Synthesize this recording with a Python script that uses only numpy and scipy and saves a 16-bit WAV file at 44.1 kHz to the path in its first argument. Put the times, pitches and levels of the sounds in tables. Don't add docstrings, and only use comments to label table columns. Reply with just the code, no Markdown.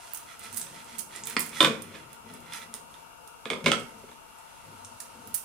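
import sys
import numpy as np
from scipy import signal
from scipy.fft import rfft, irfft, next_fast_len
from scipy.io import wavfile
from scipy.ndimage import uniform_filter1d

SR = 44100
rng = np.random.default_rng(int(sys.argv[2]) if len(sys.argv) > 2 else 0)


def invert_db(level):
    return 10 ** (np.asarray(level, dtype=float) / 20)


def unload_wav(signal):
    wavfile.write(
        sys.argv[1],
        SR,
        np.round(np.clip(np.atleast_2d(signal).T, -1, 1) * 32767).astype(np.int16),
    )


N = 240292


def evened(x):
    return x / np.sqrt(np.mean(x ** 2) + 1e-20)


def read(points, hz):
    f, value = np.transpose(points)
    return np.interp(np.log(hz + 1), np.log(f + 1), value)


def add(mix, start_s, sound):
    part = mix[..., round(start_s * SR):][..., :sound.shape[-1]]
    part += sound[..., :part.shape[-1]]


def causal(gain_db):
    log_gain = np.log(invert_db(np.concatenate([gain_db, gain_db[-2:0:-1]])))
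    return np.fft.ifft(np.exp(np.conj(signal.hilbert(log_gain)))).real


def colouring(points, size):
    return causal(read(points, np.fft.rfftfreq(size, 1 / SR)))[:size // 2]


def gestures(table, column, edge, rise):
    middle_s, length_s, level_db = np.array(table)[:, [0, 1, column]].T[:, :, None]
    t = np.arange(0, N, 64) / SR
    half_s = 2.6 * length_s * np.where(t < middle_s, rise, 1 - rise) / 2
    arch = np.cos(np.pi / 2 * np.clip((t - middle_s) / half_s, -1, 1)).clip(0) ** edge
    power = ((invert_db(level_db) * arch) ** 2).sum(0)
    return np.interp(np.arange(N) / SR, t, np.sqrt(power))


def grit(per_s, spread_db):
    size = invert_db(spread_db * np.minimum(rng.exponential(1, N), 4))
    return size * rng.choice([-1., 1.], N) * (rng.random(N) < per_s / SR)


def ring(modes, colour_db=0., damping=0.99, swell_ms=0.12, size=SR // 4):
    pitch_hz, width_hz, level_db = np.transpose(modes)[:, :, None]
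    t = np.arange(size) / SR
    sign = (-1.) ** np.arange(len(pitch_hz))[:, None]
    decay = np.exp(-np.pi * width_hz * damping * t)
    sines = sign * width_hz * decay * np.sin(2 * np.pi * pitch_hz * t)
    return (invert_db(level_db + colour_db) * sines).sum(0) * (1 - np.exp(-1000 * t / swell_ms))


def leaned(x, lean, lag_s):
    size = next_fast_len(N)
    hz = np.fft.rfftfreq(size, 1 / SR)
    half_db = read(lean, hz) / 2
    ports = np.array([invert_db(half_db) * np.exp(-2j * np.pi * hz * lag_s), invert_db(-half_db)])
    return irfft(rfft(x, size) * ports, size)[:, :N]


# pitch_hz, level_db per Hz
AIR_SPECTRUM = [(12, -46.5), (20, -7), (139, -8.5), (290, -10.5), (333, -14), (508, -8.5), (569, -14),
                (893, -11), (1320, -4.5), (1850, -23.5), (2750, -13.5), (3960, -21.5), (11500, -20.5),
                (13500, -29.5), (15700, -34), (16000, -50), (16600, -55)]
# pitch_hz, width_hz, level_db
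CASING = [(687, 72, -5), (912.6, 86, 2), (1410, 104, -7.5), (2280, 150, -15)]
# pitch_hz, likeness (-1 to 1)
AIR_LIKENESS = [(60, 0.082), (180, -0.15), (550, -0.42), (1650, 0.05), (4970, -0.42), (15000, 0.29)]
# pitch_hz, left_minus_right_db
AIR_BALANCE = [(60, -1.0), (180, 0.5), (550, 11.0), (1650, 6.5), (4970, -2.5), (15000, -5.0)]


def air():
    frames, hz = N // 512 + 6, np.fft.rfftfreq(2048, 1 / SR)
    a, b, c, d, patches = rng.standard_normal((frames, 1025, 5)).T
    patches = evened(uniform_filter1d(uniform_filter1d(patches, 20, 0), 8, 1))
    casing = sum(invert_db(2 * level_db) / (1 + (2 * (hz - pitch_hz) / width_hz) ** 2) ** 2
                 for pitch_hz, width_hz, level_db in CASING)
    level = np.sqrt(invert_db(2 * read(AIR_SPECTRUM, hz) - 3.5) + invert_db(-1.0) * casing)
    same = np.clip(read(AIR_LIKENESS, hz), -1, 1)[:, None]
    left = a + 1j * b
    right = same * left + np.sqrt(1 - same ** 2) * (c + 1j * d)
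    lean_db = np.outer([.5, -.5], read(AIR_BALANCE, hz))[:, :, None]
    spectra = np.array([left, right]) * level[:, None] * invert_db(lean_db + .8 * patches)
    return invert_db(-49.5) * evened(signal.istft(spectra, nperseg=2048, noverlap=1536)[1][:, :N])


# pitch_hz, level_db
MOTOR_TONES = [(2692, -71), (2795, -69)]


def whine():
    out, sway_db, drift_hz = np.zeros(N), .8, 6
    for pitch_hz, level_db in MOTOR_TONES:
        noises = rng.standard_normal((2, N))
        drift, sway = (evened(uniform_filter1d(uniform_filter1d(v, 900), 900)) for v in noises)
        phase = 2 * np.pi * np.cumsum(pitch_hz + drift_hz * drift) / SR
        out += invert_db(level_db + sway_db * sway) * np.sqrt(2) * np.sin(phase)
    return invert_db(np.array([[1.5], [-1.5]])) * out


# middle_s, length_s, crunch_db, scrape_db
SAW_STROKES = [(0.08, 0.48, -48.5, -61), (0.31, 0.093, -52, -46), (0.45, 0.1, -45, -43.5),
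               (0.6, 0.53, -49, -54.5), (0.78, 0.11, -49.5, -47), (0.93, 0.16, -47.5, -48),
               (1.16, 0.12, -45, -44), (1.3, 0.091, -40, -40), (1.43, 0.18, -45, -52),
               (1.57, 0.1, -38.5, -38.5), (1.83, 0.32, -82, -50.5), (1.97, 0.17, -56, -48.5),
               (2.13, 0.11, -62, -55.5), (2.32, 0.14, -56, -50.5), (2.5, 0.17, -59, -49),
               (2.552, 0.092, -42, -38), (2.622, 0.044, -48, -41.5), (2.76, 0.091, -53.5, -52),
               (2.96, 0.18, -58, -67), (3.92, 0.57, -58.5, -68), (4.1, 0.094, -77, -64),
               (4.5, 0.63, -61.5, -60), (4.85, 1, -57.5, -82), (5.15, 0.44, -59.5, -76),
               (5.38, 0.43, -56.5, -65)]
# pitch_hz, level_db per Hz
CRUST_SPECTRUM = [(590, -33.5), (1000, 0), (1120, -52.5), (1420, -7.5), (1840, -8.5), (3900, -9.5),
                  (7700, -11), (8550, -8), (10100, -8), (12500, -17.5), (14800, -19), (15700, -28),
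                  (16500, -21.5)]


def crumb_crunch():
    crunch = signal.oaconvolve(grit(2500, 3.3), colouring(CRUST_SPECTRUM, 512))[:N]
    swell = gestures(SAW_STROKES, column=2, edge=1.44, rise=0.5)
    return invert_db(np.array([[-8.], [-1.5]])) * swell * evened(crunch)


# pitch_hz, width_hz, level_db
SCRAPED_PLATE = [(1343, 97, 3.5), (1966, 165, 2), (2393, 450, -3), (3393, 150, -1), (4130, 130, -5.5),
                 (5030, 130, -11), (5780, 140, -10), (6500, 120, -12), (7500, 100, -20.5),
                 (8100, 160, -16.5), (9500, 120, -14), (10600, 130, -11.5), (11750, 160, -26),
                 (13050, 200, -14)]


def blade_scrape():
    scrape = signal.oaconvolve(grit(900, 3.5), ring(SCRAPED_PLATE))[:N]
    return invert_db(-6.0) * gestures(SAW_STROKES, column=3, edge=1.44, rise=0.5) * evened(scrape)


# fullest_s, length_s, glass_rumble_db, worktop_rumble_db
HAND_PRESSES = [(0.53, 0.41, -54, -60.5), (0.7, 0.38, -55, -79), (0.98, 0.34, -53.5, -83),
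                (1.35, 0.92, -49.5, -72), (1.7, 0.085, -39.5, -47), (1.88, 0.47, -50, -61),
                (2.31, 0.25, -48.5, -66), (2.55, 0.43, -56.5, -63.5), (2.79, 0.45, -61, -73),
                (3.66, 0.12, -33.5, -49), (3.82, 0.37, -53, -54.5), (4.04, 0.078, -72, -61),
                (4.69, 0.15, -53.5, -56), (4.84, 0.66, -73, -58), (5.2, 0.24, -54.5, -56.5),
                (5.27, 0.11, -55, -56)]
# pitch_hz, width_hz, level_db under the blade, level_db when rocking
GLASS_MODES = [(166.3, 19, -6, -7.5), (208.5, 5.1, -1, -3), (234.5, 12.1, 1, 1), (312.7, 7.2, -4.5, -7.5),
               (359.6, 24.5, -5.5, -3.5), (404.6, 34, -6, -0.5), (447, 23.7, 0, 0.5), (505.5, 30, -2, -2.5),
               (562, 40, -3.5, -2.5), (680.5, 55, -12.5, -11.5)]
GLASS_HELD = np.array(GLASS_MODES)[:, [0, 1, 2]]
GLASS_ROCKING = np.array(GLASS_MODES)[:, [0, 1, 3]]
# pitch_hz, width_hz, level_db
WORKTOP_MODES = [(83, 14, -15.5), (100.8, 8.1, 1), (125, 17.4, -14.5), (236, 21, -7.5), (546, 35, -11.5)]


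def hand_pressure():
    darker_db = np.linspace(6., -8., len(GLASS_HELD))[:, None]
    rumble = signal.oaconvolve(grit(500, 1.64), ring(GLASS_HELD, darker_db, 1.26))[:N]
    deep = signal.oaconvolve(grit(600, 1.1), ring(WORKTOP_MODES))[:N]
    on_glass = gestures(HAND_PRESSES, column=2, edge=1.75, rise=0.36) * evened(rumble)
    on_worktop = gestures(HAND_PRESSES, column=3, edge=1.75, rise=0.36) * evened(deep)
    return invert_db(-3.5) * (on_glass + on_worktop)


# pitch_hz, width_hz, level_db
MIC_CAVITIES = [(13250, 350, 7), (15050, 450, 12)]


def crust_cracks(table, dull_db):
    out, hz = np.zeros((2, N)), np.fft.rfftfreq(512, 1 / SR)
    cavity_db = sum(level_db / (1 + (2 * (hz - pitch_hz) / width_hz) ** 2)
                    for pitch_hz, width_hz, level_db in MIC_CAVITIES)
    t_ms = np.arange(600) * 1000 / SR
    opening = 1 - np.exp(-t_ms / 0.2)
    for start_s, peak_db, bright_db, pan_db, burst_ms in table:
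        hit, size, sign = rng.random((3, 600))
        volley = (hit < .2) * size ** 2 * np.sign(sign - .5)
        volley *= opening * np.exp(-t_ms / np.clip(burst_ms, .3, 12))
        volley[0] = .65
        tilt = [(2500, dull_db - 5.5), (4500, dull_db), (9200.5 + 30.0 * bright_db, 0), (14500, bright_db + 11.5)]
        crack = np.convolve(volley, causal(read(CRUST_SPECTRUM, hz) + read(tilt, hz) + cavity_db)[:256])
        sides_db = peak_db + np.array([[pan_db], [-pan_db]]) / 2
        add(out, start_s, invert_db(sides_db) * crack / abs(crack).max())
    return out


# start_s, peak_db, brightness_db, left_minus_right_db, burst_ms
CRUST_SNAPS = [(0.1196, -42, 1, -8, 3), (0.135, -20, 8, -17, 1.4), (0.1474, -28, -17.5, -18, 2.5),
               (0.1525, -32, -4, -13, 2.3), (0.17, -36, -3, -13, 2.7), (0.1732, -36, -12, -29, 4.1),
               (0.394, -33, -12, -12, 2), (0.437, -31, -17, -5, 2.2), (0.5277, -34.5, -15, -17, 3.3),
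               (0.535, -35, -25, -15, 4), (0.5445, -32.5, -12, -23, 2), (0.562, -27, -6, -11.5, 2),
               (0.568, -24, 0, -15, 2.2), (0.572, -20.5, -9, -14, 2.9), (0.576, -24, -5.5, -16, 2.5),
               (0.58, -22, -3, -8, 2.5), (0.586, -34, -10, -12, 2), (0.598, -23, -21, -9, 0.9),
               (0.615, -21, -35, 2, 2.3), (0.824, -39, -26, 3, 1.2), (0.845, -35, -16, -6, 1.4),
               (0.9838, -25, -6, -18, 4.1), (0.9898, -22.5, -12.5, -18, 4.6), (0.9955, -25, -14, -15, 2.5),
               (1.007, -30, -34.5, -13, 3), (1.1615, -26, -22, -11, 0.65), (1.2365, -24, -56, -1, 2.7),
               (1.255, -31.5, -15, -19, 3.5), (1.2708, -22, -6, -16.5, 2.5), (1.2986, -31, -10, -20.5, 3),
               (1.394, -19, -1, -24.5, 2.3), (1.4036, -18, -22, -5, 5.2), (1.462, -31, -8, -22, 2.3),
               (1.493, -35.5, -19, -18.5, 2.6)]


def crust_snaps():
    return crust_cracks(CRUST_SNAPS, dull_db=-12.5)


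# pitch_hz, level_db per Hz
CONTACT_CRACK = [(120, -39), (200, 15.5), (800, 7.5), (1320, -9.5), (1780, 4), (3150, 0), (3620, 23.5),
                 (4150, 2), (8510, -5.5), (14000, -19)]
# pitch_hz, level_db per Hz
RATTLE_SPECTRUM = [(200, -19.5), (800, -4.5), (1500, 0.5), (3000, -2.5), (4500, -8), (6500, -16),
                   (9000, -15.5), (14000, -47)]


def knocks(table, modes, glass_modes, crack_db, spray_db):
    out, pitch_hz = np.zeros(N), modes[:, :1]
    usual_db = read([(1200, -17.0), (2500, -3.5), (7000, -28.0)], pitch_hz) + 20 * np.log10(abs(ring(modes)).max())
    crack = colouring(CONTACT_CRACK, 1024)
    crack = crack / abs(crack).max()
    rattle_filter = colouring(RATTLE_SPECTRUM, 512)
    rattle_fade = np.exp(-np.arange(3000) * 1000 / (SR * 15.5))
    for start_s, peak_db, thud_db, high_db, damping in table:
        rattle = signal.oaconvolve(rng.standard_normal(3000), rattle_filter)[:3000]
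        add(out, start_s, invert_db(peak_db + spray_db) * evened(rattle) * rattle_fade)

        contact = rng.standard_normal(260) * (rng.random(260) < .04)
        contact *= 0.25 * np.exp(-np.arange(260) / 120)
        contact[0] = 1
        plate_spot_db = 1.2 * rng.standard_normal((len(modes), 1))
        glass_spot_db = 1.2 * rng.standard_normal((len(glass_modes), 1))

        colour_db = read([(1200, -2 + 0.6 * thud_db), (2500, 0), (7000, high_db)], pitch_hz) - usual_db
        plate = ring(modes, colour_db + plate_spot_db, np.clip(damping, .3, 8) * 1.5, swell_ms=0.15, size=SR // 7)
        plate[:512] += invert_db(crack_db + np.log2(damping)) * crack
        glass = ring(glass_modes, glass_spot_db, 1.4, swell_ms=1.7)
        add(out, start_s, invert_db(peak_db - 3.0) * signal.oaconvolve(plate, contact / np.linalg.norm(contact)))
        add(out, start_s, invert_db(peak_db + thud_db - 2.5) * glass / abs(glass).max())
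    return out


# start_s, peak_db, glass_thud_db, high_ring_db, hand_damping (factor)
BLADE_KNOCKS = [(0.4295, -50, -14, -24, 1.6), (0.6663, -38, -16, -32, 1.2), (1.5297, -36, -28, -54, 0.46),
                (1.2715, -28.5, -35.5, -10, 2.7), (1.309, -40, -17, -28, 0.99),
                (1.6048, -3, -15, -13, 1.42), (1.6079, -5.5, -12, -7, 2.4), (1.6265, -10, -7, -1.5, 1.9),
                (1.6405, -28, 6, -10, 1.8), (1.6466, -4.5, -17, -8.5, 1.7), (1.659, -14.5, -17, -27, 1.8),
                (1.672, -29, 9, -13, 2.4), (1.699, -34, 8.5, -20, 3.9), (1.722, -37, 7.5, -20, 4.3),
                (1.757, -40, 4, -23, 2.2), (2.523, -39, -40, 4, 1.06), (2.62, -44, -27, -7, 4),
                (2.626, -37, -20, -8, 4.4), (2.9415, -37.5, -24, -8, 2.5), (4.1152, -38, -40, -3, 4)]
# pitch_hz, width_hz, level_db under the blade, level_db when rocking
PLATE_MODES = [(1008, 13.6, 3.5, 0.5), (1133, 46, 11.5, -9.5), (1218, 23, 9, -3.5), (1332, 24, 9.5, -3),
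               (1510, 21, 8, -11.5), (1670, 66, 0, -4), (2170, 650, 6.5, -10), (2151, 54, 10.5, 10.5),
               (2220, 63, 5.5, 11), (2330, 43, 11, 4), (2458, 24, 10, 7.5), (2720, 220, 5.5, 2.5),
               (2890, 100, 4, -3), (3380, 63, 3.5, -11), (3420, 28, -6, 2), (3498, 79, 12, -12),
               (3599, 103, 15, 0), (3676, 93, 9.5, -19), (3900, 62, -31.5, -25), (4650, 450, -16, -16),
               (5300, 92, -18, -11), (5770, 38, -26.5, -15), (6280, 63, -32, -15), (6630, 13, -13, -8),
               (7530, 70, -32, -16), (8070, 17, -27, -26), (8300, 35, -15, -14), (10220, 128, -20, -15.5),
               (12000, 93, -26.5, -21), (13100, 51, -36.5, -39), (13800, 60, -30, -30)]


def blade_knocks():
    return knocks(BLADE_KNOCKS, np.array(PLATE_MODES)[:, [0, 1, 2]], GLASS_HELD, crack_db=-2.5, spray_db=-20)


# pitch_hz, level_db per Hz
HANDLE_BLOW = [(110, -40), (210, -5), (350, -10.5), (802, -13.5), (1450, -8), (2150, -5.5), (2900, -10),
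               (3930, -23), (4690, -10.5), (5900, -27), (9000, -20.5), (11700, -55), (19800, -120)]
# pitch_hz, width_hz, level_db
HANDLE_MODES = [(1280, 130, -3.5), (2020, 180, 0.5), (2356, 200, -3), (3060, 97, -12), (3430, 150, -3.5),
                (4220, 140, -8), (4610, 170, -7)]


def handle():
    out, start_s, level_db = np.zeros(N), 1.3662, -13.5
    rattle = 0.68 * rng.standard_normal(600) * np.exp(-np.arange(600) / 110)
    rattle[0] = .6
    t_ms = np.arange(3000) * 1000 / SR
    shake = evened(rng.standard_normal(3000) * (rng.random(3000) < .2)) * np.exp(-t_ms / 18)
    rattle = np.pad(rattle, (0, 2400)) + invert_db(-20) * shake
    blow = np.convolve(rattle, colouring(HANDLE_BLOW, 1024))
    colour_db = read([(1300, 5.5), (2100, 0.5), (3500, 1.5)], np.array(HANDLE_MODES)[:, :1])
    body = ring(HANDLE_MODES, colour_db, damping=1.2, swell_ms=0.64)
    add(out, start_s, invert_db(level_db + 3) * body / abs(body).max())
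    add(out, start_s, invert_db(level_db) * blow / abs(blow).max())
    return out


# start_s, peak_db, brightness_db, left_minus_right_db, burst_ms
LOOSE_FLAKES = [(1.8214, -37, -12.5, -35, 1.9), (2.131, -38, -9, -26, 1.2), (2.338, -39.5, -8, -20, 2.7),
                (2.404, -41, -10, -10, 1.2), (2.5965, -41, -1, -8, 2.5), (2.7403, -17, -14.5, -3, 0.52),
                (2.913, -46, -10, -10, 1.3), (3.2754, -39.5, -11, -17, 4), (3.797, -32, -16, -10, 1.8),
                (4.3862, -42, -15, -13, 2.8), (4.8478, -29.5, -26, 1, 3), (5.002, -26, -14, -10, 7.6),
                (5.2737, -36.5, -3, -23, 2.5)]


def crust_flakes():
    return crust_cracks(LOOSE_FLAKES, dull_db=-9.5)


# start_s, peak_db, glass_thud_db, high_ring_db, hand_damping (factor)
PLATE_ROCKS = [
    (1.9415, -38, -5, -34, 1.6),
    (1.951, -32.5, -11, -34, 2),
    (1.97, -52, -11, -28, 2),
    (3.6423, -28, -12, -10, 1.9),
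    (3.6605, -12, -2, -16, 1.18),
    (3.669, -18.5, -9, -22, 1.9),
    (3.68, -17.5, -0.5, -15.5, 1.9),
    (3.707, -32.5, 12, -18, 2.7),
    (4.0325, -47, 10, -29, 1.5),
    (4.0873, -44.5, 1, -33, 1.36),
]


def plate_rocks():
    return knocks(PLATE_ROCKS, np.array(PLATE_MODES)[:, [0, 1, 3]], GLASS_ROCKING, crack_db=-27, spray_db=-14)


# start_s, peak_db, glass_thud_db, high_ring_db, hand_damping (factor)
GLAZE_SLIPS = [(2.5345, -34.5, -22, -5, 0.52), (2.547, -40, -40, -6, 0.7), (2.559, -41, -40, -7, 0.84),
               (2.572, -38, -40, -10, 0.59), (2.58, -40, -40, -12, 0.82), (2.7403, -33, -11, 0, 2.2),
               (2.9405, -44.5, -28, 0, 3.1)]


def glaze_slips():
    return knocks(GLAZE_SLIPS, np.array(SCRAPED_PLATE), GLASS_HELD, crack_db=-23, spray_db=-22)


# start_s, peak_db, glass_thud_db, high_ring_db, hand_damping (factor)
PLATE_TIPS = [
    (3.455, -20, -8.5, -33, 1.55),
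    (3.5016, -13.5, -11, -22, 1.53),
    (3.5125, -25.5, 1.5, -24, 1.5),
    (3.5322, -21, -7, -25, 1.43),
    (3.56, -37.5, 6, -27, 1.1),
    (3.607, -39, 4.5, -24, 1.8),
]
# pitch_hz, width_hz, level_db
TIPPED_PLATE = [(984, 50, -6), (1230, 29, -1.5), (1600, 60, -10.5), (2133, 46, 3), (2270, 105, 1.5),
                (2516, 48, -0.5), (2900, 120, -12), (3420, 90, 4), (3584, 70, 0), (4520, 340, -10.5),
                (6680, 25, -11), (8420, 40, -8.5), (10270, 130, -21.5), (11900, 90, -22)]


def plate_tips():
    return knocks(PLATE_TIPS, np.array(TIPPED_PLATE), GLASS_ROCKING, crack_db=-12, spray_db=-22)


# start_s, peak_db, glass_thud_db, high_ring_db, hand_damping (factor)
RIM_SLAPS = [
    (3.7175, -4.5, -22, -17.5, 0.74),
    (3.7322, -22.5, -5.5, -33, 0.58),
    (3.778, -45, 16.5, -30, 1),
]
# pitch_hz, width_hz, level_db
BLADE_MODES = [(1327, 69, 10.5), (1550, 90, -2), (2110, 210, -0.5), (2300, 120, -4), (2650, 210, -1),
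               (3100, 240, 3), (3540, 180, 5), (3686, 200, 3), (4600, 560, -22), (5370, 410, -17),
               (6330, 420, -27), (8200, 810, -14.5)]


def rim_slaps():
    return knocks(RIM_SLAPS, np.array(BLADE_MODES), GLASS_HELD, crack_db=-0.5, spray_db=-23.5)


# start_s, peak_db, brightness_db, left_minus_right_db, burst_ms
LAST_TEAR = [
    (5.3428, -14.5, -4, -16.5, 1.8),
    (5.3462, -19, -7.5, -25.5, 1.9),
    (5.3502, -16.5, -5, -4, 6.4),
    (5.3776, -28, -22, -10, 2.6),
]


def crust_tear():
    return crust_cracks(LAST_TEAR, dull_db=-14)


# pitch_hz, likeness (0 to 1)
ECHO_LIKENESS = [(60, 0.35), (250, 0.85), (1000, 0.27), (2500, 0.039), (6000, 0.04), (14000, 0.47)]
# pitch_hz, t60_s
KITCHEN_DECAY = [(55, 0.49), (120, 0.4), (330, 0.49), (870, 0.42), (2300, 0.43), (3600, 0.28), (5000, 0.42),
                 (14000, 0.31)]


def room_tail(gap_ms):
    taps, start = np.zeros((2, SR * 2 // 3)), round(gap_ms * SR / 1000)
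    slots = np.arange(start, taps.shape[1] - 20, 20)
    at = slots + rng.integers(0, 20, (2, len(slots)))
    np.put_along_axis(taps, at, rng.choice([-1., 1.], at.shape), 1)
    hz, t, z = signal.stft(taps, SR, nperseg=256)
    same = np.clip(read(ECHO_LIKENESS, hz), 0, 1)[:, None]
    z[1] = same * z[0] + np.sqrt(1 - same ** 2) * z[1]
    fade = invert_db(-60 * t / read(KITCHEN_DECAY, hz)[:, None])
    tail = signal.istft(z * fade, SR, nperseg=256)[1]
    tail[:, :start] = 0
    tail *= 1 + 1.28 * np.exp(-np.arange(tail.shape[1]) / (0.023 * SR))
    return tail / np.linalg.norm(tail[0])


def kitchen(x, gap_ms):
    turn = 2 * np.pi * 2.3 * np.arange(N) / SR
    return sum(signal.oaconvolve((x * weight)[None], room_tail(gap_ms), axes=1)[:, :N]
               for weight in (np.cos(turn), np.sin(turn)))


# pitch_hz, left_minus_right_db
PLATE_BALANCE = [(60, 2.5), (150, 5), (380, 2), (950, 0), (2380, -7), (6000, -8), (15000, -8)]


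def scene():
    bread = crumb_crunch() + crust_snaps() + crust_flakes() + crust_tear()
    table = blade_scrape() + hand_pressure() + blade_knocks() + handle()
    table = table + plate_rocks() + glaze_slips() + plate_tips() + rim_slaps()
    no_deep_bass = signal.butter(2, 70, "high", fs=SR, output="sos")
    table = signal.sosfilt(no_deep_bass, table)
    echo = kitchen(invert_db(-2.0) * (table + bread.mean(0)), gap_ms=3.5)
    near_table = leaned(table + echo, PLATE_BALANCE, lag_s=-0.000025)
    near_bread = leaned(bread, [(60, 0), (15000, 0)], lag_s=3e-5)
    return near_table + near_bread + air() + whine()


def roll_off(x):
    return signal.sosfilt(signal.butter(12, 16800, fs=SR, output="sos"), x)


def record(dry):
    bass_cut = signal.butter(1, 30, "high", fs=SR, output="sos")
    top_cut = signal.firwin(255, 16100, fs=SR)[None]
    soft = signal.sosfilt(bass_cut, .9 * np.tanh(dry / .9))
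    mix = signal.oaconvolve(soft, top_cut, "same")
    return roll_off(mix)


dry = scene()
out = record(dry)
unload_wav(out)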